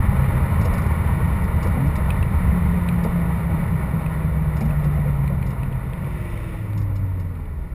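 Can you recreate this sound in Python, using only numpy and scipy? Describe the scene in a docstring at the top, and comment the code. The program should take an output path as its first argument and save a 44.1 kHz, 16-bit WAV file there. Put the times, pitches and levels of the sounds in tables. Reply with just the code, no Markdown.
"""Wind buffets the microphone of a camera riding on a fast car along an open highway, over rushing air
and tyre roar. The exhaust drones, blips through a downshift and falls as the car slows on its engine.
Close up, the mount rattles, bumps knock the body and grit ticks on the camera's case; late on, one car
hisses past on the other carriageway. The camera samples at 12 kHz and holds each sample, which mirrors
the sound into a thin treble fizz."""
import sys
import numpy as np
from scipy import signal
from scipy.fft import rfft, irfft
from scipy.io import wavfile
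from scipy.ndimage import uniform_filter1d, map_coordinates

SR = 44100
rng = np.random.default_rng(int(sys.argv[2]) if len(sys.argv) > 2 else 0)


def dump_mix(stems):
    """Bounce the given channels to the path in sys.argv[1] as a 16-bit WAV at rate SR."""
    frames = np.atleast_2d(stems).T  # one column per channel
    limited = np.clip(frames, -1, 1)  # hard clip at full scale
    pcm = np.round(limited * 32767).astype(np.int16)
    wavfile.write(sys.argv[1], SR, pcm)


N = 341334
TIME = np.arange(N) / SR
FREQS = np.maximum(np.arange(N // 2 + 1) * SR / N, 1)
CLUTCH_OUT_S, BLIP_S, CLUTCH_IN_S = 1.6, 1.83, 2.25

# Peaks and notches of the case around the microphone. Each row: centre in Hz, width in Hz, gain in dB.
CASE_COLOUR = [(736, 48, -8.5), (837, 25, 4), (869.6, 40, -9.5), (931, 67, 5), (1067, 90, 3),
               (1200, 320, -0.5), (1608, 160, -10.5), (1966, 180, 3.5), (2200, 68, -5.5), (2233, 84, 7),
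               (3600, 176, 8)]


def undb(db):
    """Decibels to gain."""
    return 10 ** (np.asarray(db) / 20)


def unit(x):
    """Scale to rms 1."""
    return x / np.sqrt(np.mean(x ** 2))


def curve(table):
    """Rows of time and value, joined by straight lines."""
    return np.interp(TIME, *np.transpose(table))


def walk(rate):
    """Smooth random wander of spread 1, with swings up to the given rate a second."""
    steps = TIME * 2 * rate
    points = rng.standard_normal(int(steps[-1]) + 2)
    return unit(map_coordinates(points, [steps], order=2, mode="nearest"))


def noise(spectrum, bells=()):
    """Noise of rms 1 with a given spectrum, and peaks and notches on top."""
    hz, db = np.transpose(spectrum)
    shape_db = np.interp(np.log(FREQS), np.log(hz), db)
    for centre, width, height in bells:
        shape_db += height * .5 ** ((2 * (FREQS - centre) / width) ** 2)
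    return unit(irfft(rfft(rng.standard_normal(N)) * undb(shape_db), N))


def firing_phase(hz, jitter):
    """Phase of the engine's firings, whose rate is slightly unsteady."""
    return 2 * np.pi * np.cumsum(hz * (1 + jitter * walk(23))) / SR


def strikes(events, modes, chatter_s, crack, detune, soft_hz):
    """Each blow is a dying burst of tiny contacts ringing the modes; its loudest 3 ms set its level."""
    out, t = np.zeros(N + SR), np.arange(SR // 4) / SR
    hz, db, t60 = np.transpose(modes)[:, :, None]
    softness = signal.butter(6, soft_hz, fs=SR, output="sos")
    burst = np.exp(-t / chatter_s) * (1 - np.exp(-t / (0.073 * chatter_s)))
    for start_s, blow_db in events:
        contacts = signal.sosfilt(softness, rng.laplace(size=len(t)) * burst)
        pitch = hz * (1 + detune * rng.standard_normal(hz.shape))
        decay = np.exp(-np.log(1000) * t / t60)
        ring = np.sum(undb(db) * decay * np.sin(2 * np.pi * pitch * t), axis=0)
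        ring[0] += crack  # the contacts heard directly
        hit = signal.fftconvolve(contacts, ring)[:len(t)]
        loudest = np.sqrt(uniform_filter1d(hit ** 2, SR // 333).max())
        start = int(start_s * SR)
        out[start:start + len(t)] += undb(blow_db) * hit / loudest
    return out[:N]


def wind_and_boom(speed):
    """Low buffeting right at the microphone and engine boom, sinking in pitch as the car slows."""
    # Gusts on the case. Each row: time in seconds, relative level in dB.
    gusts = [(0, -15), (.2, -18.5), (.7, -18), (1.2, -19.5), (2.3, -19), (2.53, -16), (3.0, -25.5),
             (3.5, -22), (4.0, -25.5), (4.3, -22), (5.4, -23.5), (6.05, -33.5), (6.4, -27), (6.65, -38),
             (6.9, -27), (7.25, -34.5), (7.74, -28)]
    # Spectra of the boom and a rough rumble. Each row: frequency in Hz at pitch 1, relative density in dB.
    boom_spectrum = [(8, -35), (15, -19), (25, -16), (36, -2), (46, -9.5), (60, -1), (73, 3.5), (90, -2),
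                     (120, -19), (200, -47.5), (400, -89)]
    rumble_spectrum = [(30, -21), (65, -19.5), (98, -0.5), (125, 1), (170, 1), (205, -4.5), (245, -15),
                       (320, -22.5), (500, -43), (2000, -76)]
    boom_pitch = 1.06 * speed ** .55
    boom = map_coordinates(noise(boom_spectrum), [np.cumsum(boom_pitch)], order=1, mode="grid-wrap")
    rumble = map_coordinates(noise(rumble_spectrum), [np.cumsum(boom_pitch ** .3)],
                             order=1, mode="grid-wrap")
    # within a gust the pressure swings stay about equally strong
    boom = unit(boom / uniform_filter1d(boom ** 2, SR // 7) ** 0.46)
    rumble_db = -23.5 + 7.5 * np.log2(speed) + 1.27 * walk(14)
    return undb(curve(gusts) - 1.58) * boom + undb(rumble_db) * rumble


def tyres_and_air(speed):
    """Tyre roar and rushing air, heard through the case, fall with speed and flutter with turbulence."""
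    # Spectra of the tyres and the air. Each row: frequency in Hz, relative density in dB.
    roar = [(120, 5), (260, 1), (360, -1.5), (460, 3.5), (660, 1.5), (800, -18.5), (1200, -49),
            (2500, -68.5)]
    rush = [(300, -5), (650, -6), (850, 0), (1050, -2), (1300, -2.5), (1900, -6.5), (2350, -10),
            (2600, -18), (2950, -19.5), (3250, -27.5), (4150, -27.5), (4500, -33.5), (5400, -35),
            (5800, -44)]
    halvings, flutter = -np.log2(speed), walk(41)
    roar_db = -36 - 9.5 * halvings + 2.2 * flutter + 0.51 * walk(90)
    rush_db = -32 - 12.5 * halvings + 0.34 * flutter + .5 * walk(9.2)
    return undb(roar_db) * noise(roar, CASE_COLOUR) + undb(rush_db) * noise(rush, CASE_COLOUR)


def exhaust(speed):
    """From on board, a drone pitched by road speed and gear; low-gear engine braking adds overtones."""
    # The drone at the firing rate. Each row: time in seconds, level in dB while in gear.
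    drone_levels = [(0, -40), (.18, -21), (.47, -24.5), (.75, -35), (1.35, -27.5), (1.6, -46), (2.25, -42),
                    (2.42, -25), (3.15, -22), (3.75, -31.5), (4.4, -23.5), (5.25, -21.5), (5.4, -28.5),
                    (5.85, -28.5), (6.05, -40), (6.55, -31.5), (6.75, -23), (7.25, -24), (7.42, -33),
                    (7.55, -27.5), (7.74, -38)]
    # The engine's overtones, plus a faint gear or tyre whine in the last row.
    # Each row: multiple of the crankshaft rate, relative level in dB.
    overtones_and_whine = [(1, -53.5), (2, -36.5), (3, -40.5), (4, -48.5), (6, -45), (7, -51), (9, -56),
                           (10, -52), (12, -50.5), (14, -56), (15, -56), (17, -57), (19, -58), (20, -56.5),
                           (21, -59), (24, -59.5), (26.7, -54.5)]
    high_gear_hz, low_gear_hz = 133, 200  # firing rates at cruising speed
    cylinders, pipe_hz, pipe_width_hz = 10, 300, 123
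    sag_s, sag_hz_per_s = 7.3, 42  # the clutch goes down again and the revs sink towards idle
    in_high_gear = np.clip((CLUTCH_OUT_S - TIME) * 10 + .5, 0, 1)
    in_low_gear = np.clip((TIME - CLUTCH_IN_S) * 10 + .5, 0, 1)
    firing_hz = speed * np.where(TIME < BLIP_S, high_gear_hz, low_gear_hz)
    firing_hz -= sag_hz_per_s * np.maximum(TIME - sag_s, 0)
    phase = firing_phase(firing_hz, jitter=.004)
    drone = undb(curve(drone_levels) + walk(18)) * np.sin(phase)
    # the third harmonic falls through a broad resonance of the pipe
    off_pipe = 2 * (3 * firing_hz - pipe_hz) / pipe_width_hz
    howl = undb(-46.5 + 2 * walk(12)) / (1 + off_pipe ** 8) * np.sin(3 * phase)
    crank_phase = phase / (cylinders / 2)  # half the cylinders fire each turn
    # the overtones and the whine waver in the airstream
    tones = sum(undb(db + 2.74 * walk(4.4)) * np.sin(multiple * crank_phase + 2 * np.pi * rng.random())
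                for multiple, db in overtones_and_whine)
    tones *= (firing_hz / 165) ** 0.56  # louder at higher revs
    return np.sqrt(2) * ((in_high_gear + in_low_gear) * drone + in_low_gear * (howl + tones))


def mount_rattles():
    """Jolts set the mount chattering next to the microphone; four faint ones come at random moments."""
    # Jolts to the mount. Each row: start in seconds, relative level in dB.
    jolts = [(0.6099, -40), (0.6478, -41), (0.7356, -42.5), (0.7785, -43), (0.817, -49), (0.8623, -51),
             (1.4385, -51), (1.6276, -40.5), (1.669, -47), (1.8666, -51), (1.9549, -41.5), (3.0359, -39.5),
             (4.566, -45), (4.6068, -40.5), (4.6507, -49), (4.8413, -45.5), (5.463, -46.5), (5.5038, -48),
             (6.775, -45.5), (6.8138, -51), (6.9555, -49), (7.197, -51)]
    # The mount's modes. Each row: frequency in Hz, relative level in dB, seconds to fall 60 dB.
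    mount_modes = [(1180, 12, 0.017), (2210, 10.5, 0.024), (2860, 8.5, 0.011), (3700, 2, 0.016),
                   (4030, 3, 0.013), (4240, -3, 0.016), (4790, 4.5, 0.016), (5240, 6.5, 0.017),
                   (5580, 2.5, 0.018)]
    faint = [(when * N / SR, -59 + 2.5 * (2 * size - 1)) for when, size in rng.random((4, 2))]
    return undb(2) * strikes(jolts + faint, mount_modes,
                             chatter_s=0.013, crack=10, detune=0.005, soft_hz=7600)


def body_knocks():
    """Bumps in the road knock the car's body and ring its panels."""
    # Bumps under the car. Each row: start in seconds, relative level in dB.
    bumps = [(.65, -19.5), (.722, -20), (1.028, -34), (1.646, -17.5), (1.769, -20), (1.978, -20),
             (2.645, -31), (3.046, -16), (3.171, -27), (4.609, -17), (4.707, -25), (4.846, -26),
             (4.883, -28), (4.972, -25), (5.057, -23.5), (5.3, -21.5)]
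    # Panel modes. Each row: frequency in Hz, relative level in dB, seconds to fall 60 dB.
    panel_modes = [(200.5, 1.5, 0.35), (333, -10.5, 0.038), (452, -17, 0.026), (514, 3.5, 0.076),
                   (567, 2, 0.041), (652, 4.5, 0.048), (834, -13, .03), (1000, -20, 0.053),
                   (1120, -20, 0.033), (2040, -5.5, .015), (2390, -6.5, 0.021)]
    return undb(-6) * strikes(bumps, panel_modes, chatter_s=0.013, crack=1.2, detune=0.078, soft_hz=2340)


def throttle_blip():
    """A stab of throttle with the clutch out: the revs jump and the exhaust brightens for a moment."""
    from_hz, to_hz, rise_s, width_s = 110, 166.7, .28, 0.064
    climb = np.clip((TIME - BLIP_S) / rise_s + .5, 0, 1)
    phase = firing_phase(from_hz + (to_hz - from_hz) * climb, jitter=0.006)
    swell = undb(-24.5) * np.exp(-((TIME - BLIP_S) / width_s) ** 2)
    tone = np.sin(phase) + undb(-7) * np.sin(2 * phase) + undb(-26) * np.sin(3 * phase)
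    return np.sqrt(2) * swell * tone


def grit_ticks():
    """Grit strikes the case and briefly rings its wall, right beside the microphone."""
    # Grains hitting the case. Each row: start in seconds, level in dB.
    grains = [(2.104, -27), (2.2263, -32.5), (2.8873, -30), (4.062, -36.5), (4.2198, -46), (4.707, -41),
              (5.277, -39), (5.426, -37), (5.632, -38.5), (5.7255, -42), (5.933, -42), (6.044, -44),
              (6.374, -42), (6.732, -41.5), (7.3527, -48), (7.454, -49)]
    # The wall's modes. Each row: frequency in Hz, relative level in dB, seconds to fall 60 dB.
    wall_modes = [(2415, 16.5, 0.012), (2760, 3, 0.0099), (3120, -1, 0.0034), (3380, -3, .005),
                  (3960, -1.5, 0.0085), (4170, -6, 0.0058)]
    return strikes(grains, wall_modes, chatter_s=0.0026, crack=.3, detune=0.068, soft_hz=4250)


def oncoming_car(pass_s, approach_s, leave_s, peak_db):
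    """Tyre hiss from across on the other carriageway, fading with distance from the microphone."""
    # Spectrum of its tyres. Each row: frequency in Hz, relative density in dB.
    tyre_hiss = [(300, -15), (750, -10), (1100, -5), (1900, 5.5), (2500, 5), (3200, -7), (4300, -16),
                 (5900, -15.5)]
    distance = (TIME - pass_s) / np.where(TIME < pass_s, approach_s, leave_s)
    return undb(peak_db) * noise(tyre_hiss, CASE_COLOUR) / (1 + distance ** 4)


def scene():
    """Everything as it reaches the camera's one microphone, over its own faint hiss."""
    # The car slowing down. Each row: time in seconds, speed as a share of cruising speed.
    slowing = [(0, .997), (.45, .999), (.95, .985), (1.6, .917), (2.3, .888), (2.75, .879), (3.1, .86),
               (4.1, .794), (5.0, .724), (5.4, .678), (5.85, .63), (6.3, .569), (6.75, .517), (7.0, .482),
               (7.3, .445), (7.74, .41)]
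    speed = curve(slowing)
    impacts = mount_rattles() + grit_ticks() + body_knocks()
    passing = oncoming_car(pass_s=6.31, approach_s=0.29, leave_s=0.36, peak_db=-47)
    hiss = undb(-64.5) * rng.standard_normal(N)
    engine = exhaust(speed) + throttle_blip()
    return (engine + wind_and_boom(speed) + tyres_and_air(speed) + impacts + passing + hiss)[None]


def record(dry):
    """The camera's sample and hold mirrors the sound about half its sample rate; then the top is cut."""
    band_hz, sample_hz, top_hz = 5740, 12000, 15250
    band = signal.sosfiltfilt(signal.butter(16, band_hz, fs=SR, output="sos"), dry)
    band = band * signal.get_window(("tukey", .001), N)
    mirrored = band * (1 + 2 * np.cos(2 * np.pi * sample_hz * TIME))
    held = irfft(rfft(mirrored) * np.sinc(FREQS / sample_hz), N)  # holding dulls the treble
    return signal.sosfilt(signal.ellip(8, .2, 70, top_hz, fs=SR, output="sos"), held)


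dry = scene()
out = record(dry)
dump_mix(out)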